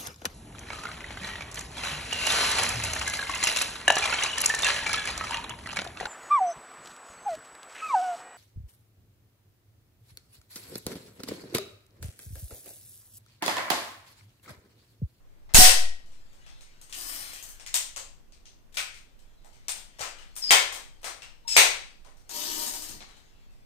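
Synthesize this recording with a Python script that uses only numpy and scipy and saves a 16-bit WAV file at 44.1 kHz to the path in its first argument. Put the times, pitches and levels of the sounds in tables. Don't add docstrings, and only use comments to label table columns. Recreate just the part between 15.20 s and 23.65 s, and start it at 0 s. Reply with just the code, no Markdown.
import sys
import numpy as np
from scipy import signal
from scipy.fft import rfft, irfft, next_fast_len
from scipy.io import wavfile
from scipy.ndimage import uniform_filter1d

SR = 44100
rng = np.random.default_rng(int(sys.argv[2]) if len(sys.argv) > 2 else 0)


def persist_wave(psi):
    counts = np.round(np.clip(psi, -1, 1) * 32767).astype(np.int16)
    wavfile.write(sys.argv[1], SR, np.atleast_2d(counts).T)


def makeup_ratio(level_db):
    decades = np.asarray(level_db, float) / 20
    return 10 ** decades


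N = 372837

# f/Hz, gain/dB
MICROPHONE = [(20, 6), (1500, 6), (4000, 2), (8800, 2), (9700, -5), (10600, -11.5), (13000, -7.5),
              (15500, -11)]
# t/s, peak level/dB, brightness/dB, ring f/Hz
SLIPS = [(2.1334, -37, -9, 7600), (2.2267, -37.5, 2, 6570), (2.2896, -42, 3, 6200), (7.369, -36, 2, 3130),
         (7.4105, -38, 3, 3680), (7.4648, -29, 1, 6590), (7.5377, -30.5, 0, 3720),
         (7.6223, -32.5, -1, 3730), (7.6871, -35, -3, 6580)]


def unit(x):
    return x / np.sqrt(np.mean(x ** 2) + 1e-20)


def along(points, hz):
    f, v = np.transpose(points)
    return np.interp(np.log(hz + 1), np.log(f + 1), v)


def filtered(x, response):
    n = x.shape[-1]
    m = next_fast_len(n + 8192)
    return irfft(rfft(x, m) * response(np.fft.rfftfreq(m, 1 / SR)), m)[..., :n]


def add(total, part, s):
    spot = total[..., int(s * SR):][..., :part.shape[-1]]
    spot += part[..., :spot.shape[-1]]


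def section(*corners):
    s, db = np.transpose(corners)
    t = np.arange(s[0], s[-1], 1 / SR)
    return t, np.interp(t, s, db)


def lift(hz, peaks):
    return sum(db / (1 + (2 * (hz - c) / w) ** 2) for c, w, db in peaks)


def patchy(n, depth_db):
    z = signal.stft(rng.standard_normal(n + 512), nperseg=512)[2]
    field = uniform_filter1d(rng.standard_normal(z.shape), size=3, axis=0)
    field = uniform_filter1d(field, size=14, axis=1)
    return signal.istft(z * makeup_ratio(depth_db * unit(field)), nperseg=512)[1][:n]


def walls(wet_db, left_db, rise):
    # f/Hz, t60/s
    room = [(60, 0.35), (300, .5), (1000, 0.42), (3000, 0.45), (8000, 0.36), (13000, 0.29)]
    hz, t, z = signal.stft(rng.standard_normal((2, int(.55 * SR))), SR, nperseg=256)
    decay = makeup_ratio(-60 * t / along(room, hz)[:, None])
    tail = signal.istft(z * decay, SR, nperseg=256)[1]
    t = np.arange(tail.shape[1]) / SR
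    echoes = uniform_filter1d(rng.standard_normal(tail.shape), size=25) * 5
    tail = tail * (1 - np.exp(-t / rise)) * makeup_ratio(4 * np.exp(-t / .06) * echoes)
    tail = tail / np.linalg.norm(tail, axis=1)[:, None]
    return makeup_ratio(wet_db) * tail * makeup_ratio([[left_db / 3], [-left_db / 3]])


def direct(x, left_db, size):
    lag = 13
    left = np.pad(x, (0, size))[:size]
    right = np.pad(x, (lag, size))[:size]
    return np.array([left, right]) * makeup_ratio([[left_db / 2], [-left_db / 2]])


def heard(x, wet_db, left_db):
    echoes = signal.fftconvolve(x[None], walls(wet_db, left_db, rise=0.0037), axes=1)
    return echoes + direct(x, left_db, size=echoes.shape[1])


def blow(db, low_db, mid_db, high_db, ring_hz, t60, wet_db, left_db):
    # f/Hz, width/Hz, lift/dB
    gun = [(520, 150, 2.5), (927, 53, -2.5), (1200, 67, -5), (2130, 1400, 6.5), (3360, 400, 2),
           (4120, 540, 4), (5100, 100, -5.5), (7130, 600, -11)]
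    colour = [(150, low_db - 26.5), (330, 1.5 * low_db - 2.5), (520, low_db + 0.6), (800, low_db + 4.5),
              (1500, (low_db + mid_db) / 2 - 0.8), (2600, mid_db), (6500, 0), (12500, high_db + 17)]
    body = [(c, w, level * rng.uniform(0, 0.83)) for c, w, level in gun]
    body += [(ring_hz, 0.081 * ring_hz, 6)]
    small_hz = 500 * 24 ** rng.random(24)
    body += [(c, .03 * c, 5.5 * u) for c, u in zip(small_hz, rng.random(24))]
    burst = rng.standard_normal(8192) * makeup_ratio(-60 * np.arange(8192) / SR / t60)
    echoes = walls(wet_db, left_db, rise=t60 / 3)
    both = echoes + direct(burst / np.linalg.norm(burst), left_db, size=echoes.shape[1])
    return makeup_ratio(db + 20.5) * filtered(both, lambda hz: makeup_ratio(along(colour, hz) + lift(hz, body)))


def struck(rows, part):
    out = np.zeros((2, N))
    mid_db, high_db, *room = part
    for s, db, heft_db, bright_db, ring_hz in rows:
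        thinned_db = mid_db - .7 * bright_db
        add(out, blow(db, heft_db, thinned_db, high_db + bright_db, ring_hz, *room), s)
    return out


def floor():
    # f/Hz, level/(dB per Hz)
    still_air = [(8, -32.5), (15, 4), (25, -6.5), (38, -15.5), (74, -21), (205, -29), (520, -34),
                 (1760, -44), (4000, -50), (9000, -53), (10300, -57.5), (12500, -52.5), (15600, -53.5)]
    noise = filtered(rng.standard_normal((2, N)), lambda hz: makeup_ratio(along(still_air, hz)))
    return makeup_ratio(-55.5 + 3.5) * unit(noise)


def contacts():
    # t/s, peak level/dB, heft/dB, brightness/dB, ring f/Hz
    taps = [(0.2924, -56, 6, -8, 2060), (3.1222, -49, -19, 2, 2410), (3.2552, -45, -24, 1, 6160),
            (7.8056, -41, -4.5, -3, 4160)]
    nudges = [(0.8597, -57, -7, 0, 1227), (0.9189, -54, -11, -4, 1020), (1.1307, -57, -2, 2, 2360),
              (1.2639, -48, -6, -6, 2600), (1.696, -45, -12, 0, 8830), (3.5246, -52.5, -28, 2, 3720),
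              (3.7423, -44.5, -15, -3, 2190), (4.33, -52.5, -11, -3, 3020), (4.5601, -40.5, -9.5, 3, 3340),
              (4.7865, -44, -1, 0, 902), (4.7923, -33, -3, -3, 340), (4.9857, -44, -7, -7, 1930),
              (5.1551, -43, -26, 4, 8740), (5.525, -30.5, -7, 3, 2147), (5.8155, -53.5, -5.5, 4, 2138),
              (6.847, -50.5, 2, -6, 1040), (6.9698, -56.5, -6, 2, 5800), (7.0932, -34, -13, 1, 7040),
              (7.889, -52.5, -1.5, -4, 4110)]
    latches = [(1.4085, -46.5, -14, -3.5, 9000), (1.6139, -44, -16, 3, 8300), (2.398, -42, -9, -5, 8600),
               (2.4636, -34, -19, -4, 6800), (2.5414, -14.5, -22, 1.5, 7130),
               (2.762, -29.5, -9.5, -2.5, 7470), (4.483, -23.5, -17, 0, 8830),
               (5.1644, -31.5, -17, 6, 9060), (6.2776, -34, -24, 0, 5240)]
    clacks = [(1.726, -32, -21, -1, 2770), (3.5433, -41, -16, 3, 3710), (3.5707, -21, -15.5, -3, 1500),
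              (3.9914, -58, -11, 2, 3065), (4.2457, -53, 3, 3, 877), (5.3071, -4.5, -8.5, -1, 2190),
              (6.0204, -40, -8, -7, 2730), (6.3653, -2, -9, 0, 2327), (7.968, -55, -3, 0, 3950),
              (8.308, -63, -12, 0, 1053)]
    openings = [(4.8083, -26.5, -7, -2, 1310), (5.831, -40, -4, 0, 1274), (5.8432, -28, -5, 1, 1290)]
    ticks = [(s, db, -15, *rest) for s, db, *rest in SLIPS]
    # mid/dB, high/dB, burst t60/s, echo level/dB, left/dB
    damped = (-4, -31, .018, 8, 8)
    latch, lever = (-8, -16, .018, 8, 8), (-3.5, -15.5, .018, 8, 8)
    piston, slide = (-16, -8, .018, 8, 8), (-6, -16, .053, 7.5, 10)
    hollow = (-4, -18, .053, 7.5, 10)
    kinds = [(latches, latch), (clacks, lever), (taps, damped),
             (ticks, piston), (nudges, slide), (openings, hollow)]
    return makeup_ratio(-3) * sum(struck(*kind) for kind in kinds)


def shot():
    # t/s, peak level/dB, heft/dB, brightness/dB, ring f/Hz
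    impacts = [
        (0.338, -28.5, -6.5, 0, 4990),
        (0.3454, -1.5, -13, -3, 6624),
        (.379, 1, -21, 0, 1900),
    ]
    # f/Hz, level/dB, t60/s
    trap = [(737, -7.5, .2), (1890, -20, .55)]
    blast = (-9.5, -10, .014, 14.5, 10.5)  # mid/dB, high/dB, burst t60/s, echo level/dB, left/dB
    out = struck(impacts, blast)
    t = np.arange(SR // 2) / SR
    ring = sum(makeup_ratio(db - 60 * t / t60) * np.sin(2 * np.pi * hz * t) for hz, db, t60 in trap)
    add(out, heard(ring * (1 - np.exp(-t / .008)), wet_db=-12, left_db=1.5), .392)
    return out


def thuds():
    # t/s, level/dB, top f/Hz, t60/s
    shocks = [(.346, -29, 59.63, .9), (.378, -14.5, 299, 0.14), (4.8, -47.5, 153.3, 0.16),
              (5.307, -79, 101.7, 0.16), (6.365, -44, 103, 0.22), (7.69, -49, 300, 0.78),
              (7.8, -65, 250, 0.43)]
    out, t = np.zeros((2, N)), np.arange(SR // 2) / SR
    for s, db, top_hz, t60 in shocks:
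        dull = lambda hz: (hz > 18) / (1 + (hz / top_hz) ** 3)
        noise = unit(filtered(rng.standard_normal((2, len(t))), dull))
        add(out, makeup_ratio(db - 60 * t / t60) * (1 - np.exp(-t / .003)) * noise, s)
    return out


def settling():
    # t/s, left amplitude, right amplitude, width/s
    jolts = [(.347, .45, 0, .002), (.381, .1, .35, .006)]
    clock = np.arange(N) / SR
    t = clock - np.array([[.372], [.362]])
    age = np.clip(t, .036, None)
    swing = np.sin(np.pi * np.log(age / .06)) * np.exp(-(age / .29) ** 1.6)
    start = np.clip((t - [[-.012], [-.018]]) / [[.04], [.008]], 0, 1)
    kicks = sum(np.outer([left, right], np.exp(-((clock - s) / width) ** 2))
                for s, left, right, width in jolts)
    return np.array([[.32], [.27]]) * start * swing + kicks


def rustle():
    moves = [(.53, -33.5, 300, 165), (1.3, -62, 12, 8), (2.03, -44, 50, 45), (2.7, -61, 10, 60),
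             (3.69, -52, 200, 150), (4.75, -63, 12, 5), (5.39, -37.5, 140, 110), (6.45, -37, 190, 95),
             (7.22, -45, 150, 22)]
    # f/Hz, level/(dB per Hz)
    cloth_colour = [(500, -29.5), (1500, -3.5), (2500, -0.5), (4200, -0.5), (9000, -7.5), (15000, -16.5)]
    t = np.arange(N) / SR
    db = np.max([top - np.maximum(rise * (s - t), fall * (t - s)) for s, top, rise, fall in moves], axis=0)
    cloth = unit(filtered(patchy(N, depth_db=4.5), lambda hz: makeup_ratio(along(cloth_colour, hz))))
    return heard(makeup_ratio(db - 7) * cloth, wet_db=-0.5, left_db=7)[:, :N]


def column(f, modes):
    tube = sum(makeup_ratio(db) * 1j * f * w / (c * c - f * f + 1j * f * w) for c, w, db in modes)
    return tube / (1 + (190 / (f + 1)) ** 6)


def pump():
    strokes = [
        (1.72, 1.79, 1.96, 2.24, -35),
        (7.085, 7.16, 7.33, 7.76, -32.5),
    ]
    # f/Hz, level/(dB per Hz)
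    hisses = [
        [(710, -15.5), (1200, -7.5), (1900, -13), (3020, -7), (3510, -10.5), (4940, -0.5), (6670, -4.5),
         (9010, 0.5), (10700, -11.5), (13500, -2), (15600, -10.5)],
        [(710, -42), (1200, -26.5), (2330, -13.5), (2620, -11.5), (3050, -9), (3860, -7), (4780, 0.5),
         (8820, -7.5), (10200, -13), (13200, -1.5), (15600, -15.5)],
    ]
    # f/Hz, width/Hz, level/dB
    streaks_each = [
        [(3000, 83, -16), (3680, 31, -12), (5000, 66, -17), (9200, 55, 2), (8880, 54, -1), (9700, 30, -11),
         (11650, 53, -3), (13200, 99, -19), (14010, 25, -13)],
        [(3050, 44, 2), (3726, 35, -10), (4200, 47, -6), (4740, 139, -21), (6590, 61, -6), (7950, 46, -5),
         (8500, 38, 10), (9070, 77, 22), (11280, 170, 0), (12600, 47, -7), (13500, 100, -6.5)],
    ]
    # f/Hz, width/Hz, level/dB
    tubes = [
        [(290, 90, -3), (700, 150, -2), (1100, 80, -1), (1700, 80, -1)],
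        [(250, 30, -8), (305, 22, 5), (420, 50, -7), (590, 35, -6), (760, 60, -6), (945, 14, 6), (1170, 35, -8),
         (1515, 25, -7), (1740, 30, -6)],
    ]
    hums_db = (-24.5, -16.5)
    push_s, early_db, late_db = .02, -7, -19
    surge_top_db, surge_s, hum_surges = 5, .04, 1.1
    out = np.zeros((2, N))
    for stroke, hum_db, colour, streaks, modes in zip(strokes, hums_db, hisses, streaks_each, tubes):
        s, full, slack, end, db = stroke
        t, flow_db = section((s, db - 30), (s + push_s, db + early_db), (full, db), (slack, db),
                             (end, db + late_db))
        surge_db = sum(surge_top_db * (t > slip) * np.exp(-np.abs(t - slip) / surge_s)
                       for slip, *_ in SLIPS)
        wall = [(c, w + 80, level / 3 + 7) for c, w, level in streaks]
        tone = lambda hz: makeup_ratio(along(colour, hz) + lift(hz, wall) - along(MICROPHONE, hz))
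        hiss = unit(filtered(patchy(len(t), depth_db=3), tone))
        grit = makeup_ratio(2.3 * unit(uniform_filter1d(rng.standard_normal(len(hiss)), size=150)))
        hum = unit(filtered(patchy(len(t), depth_db=2), lambda f: column(f, modes)))
        air = makeup_ratio(surge_db - 2.5) * grit * hiss + makeup_ratio(hum_surges * surge_db + hum_db - 6) * hum
        add(out, heard(makeup_ratio(flow_db) * air, wet_db=3.0, left_db=9.5), s)
    return out


def squeals():
    whistles = [(5.218, 5.306, 5120, 4980, -36), (6.274, 6.364, 5330, 5130, -36)]
    overtones = [(-45, 0, -35, -28, -40, -16), (-20, 0, -3, -10, -10, -12)]
    rasps_db = (-22, -9)
    # t/s, f/Hz, level/dB, length/s
    groan = (6.25, 930, -55, .07)
    catch_s, catch_sharp, swell_db = .007, .045, 4
    droop, droop_s = .06, .01
    out = np.zeros((2, N))
    for (s, end, first_hz, last_hz, db), levels, rasp_db in zip(whistles, overtones, rasps_db):
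        t, level_db = section((s, db - 18), (s + catch_s, db), (end, db + swell_db))
        bend = 1 + catch_sharp * np.exp((s - t) / catch_s) - droop * np.exp((t - end) / droop_s)
        hz = np.interp(t, [s, end], [first_hz, last_hz]) * bend
        wander = uniform_filter1d(rng.standard_normal((2, len(hz))), size=130)
        jitter, flutter = (unit(v) for v in wander)
        turn = np.cumsum(np.pi * hz * (1 + .013 * jitter) / SR)
        tone = sum(makeup_ratio(level - k * 30 * (t - s)) * np.sin((k + 1) * turn)
                   for k, level in enumerate(levels))
        dry_rub = filtered(rng.standard_normal(len(t)), lambda f: f ** 2 / (1 + (f / 5500) ** 4))
        uneven = makeup_ratio(3 * flutter) * tone + makeup_ratio(rasp_db) * unit(dry_rub)
        add(out, makeup_ratio(4) * heard(makeup_ratio(level_db) * uneven, wet_db=-3, left_db=9), s)
    s, hz, db, length = groan
    t = np.arange(0, length, 1 / SR)
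    swell = np.sin(np.pi * np.sqrt(t / length))
    add(out, heard(makeup_ratio(db) * swell * np.sin(2 * np.pi * hz * t), wet_db=-6.5, left_db=8), s)
    return out


def scene():
    room_sound = shot() + contacts() + pump() + squeals() + rustle()
    return filtered(room_sound, lambda hz: makeup_ratio(along(MICROPHONE, hz))) + floor()


def roll_off(x):
    return signal.sosfilt(signal.butter(12, 15710, fs=SR, output="sos"), x)


def record(dry):
    loud = np.sqrt(np.abs(uniform_filter1d(dry ** 2, size=400, axis=1)))
    held = dry / (1 + (loud / 0.41) ** 4) ** (1 / 4)
    rounded = held / (1 + np.abs(held / .8) ** 4) ** (1 / 4)
    shaken = rounded + settling() + thuds()
    mix = filtered(shaken, lambda hz: np.clip((15750 - hz) / 300, 0, 1))
    return roll_off(np.clip(mix, -1, 1))


dry = scene()
out = record(dry)
persist_wave(out)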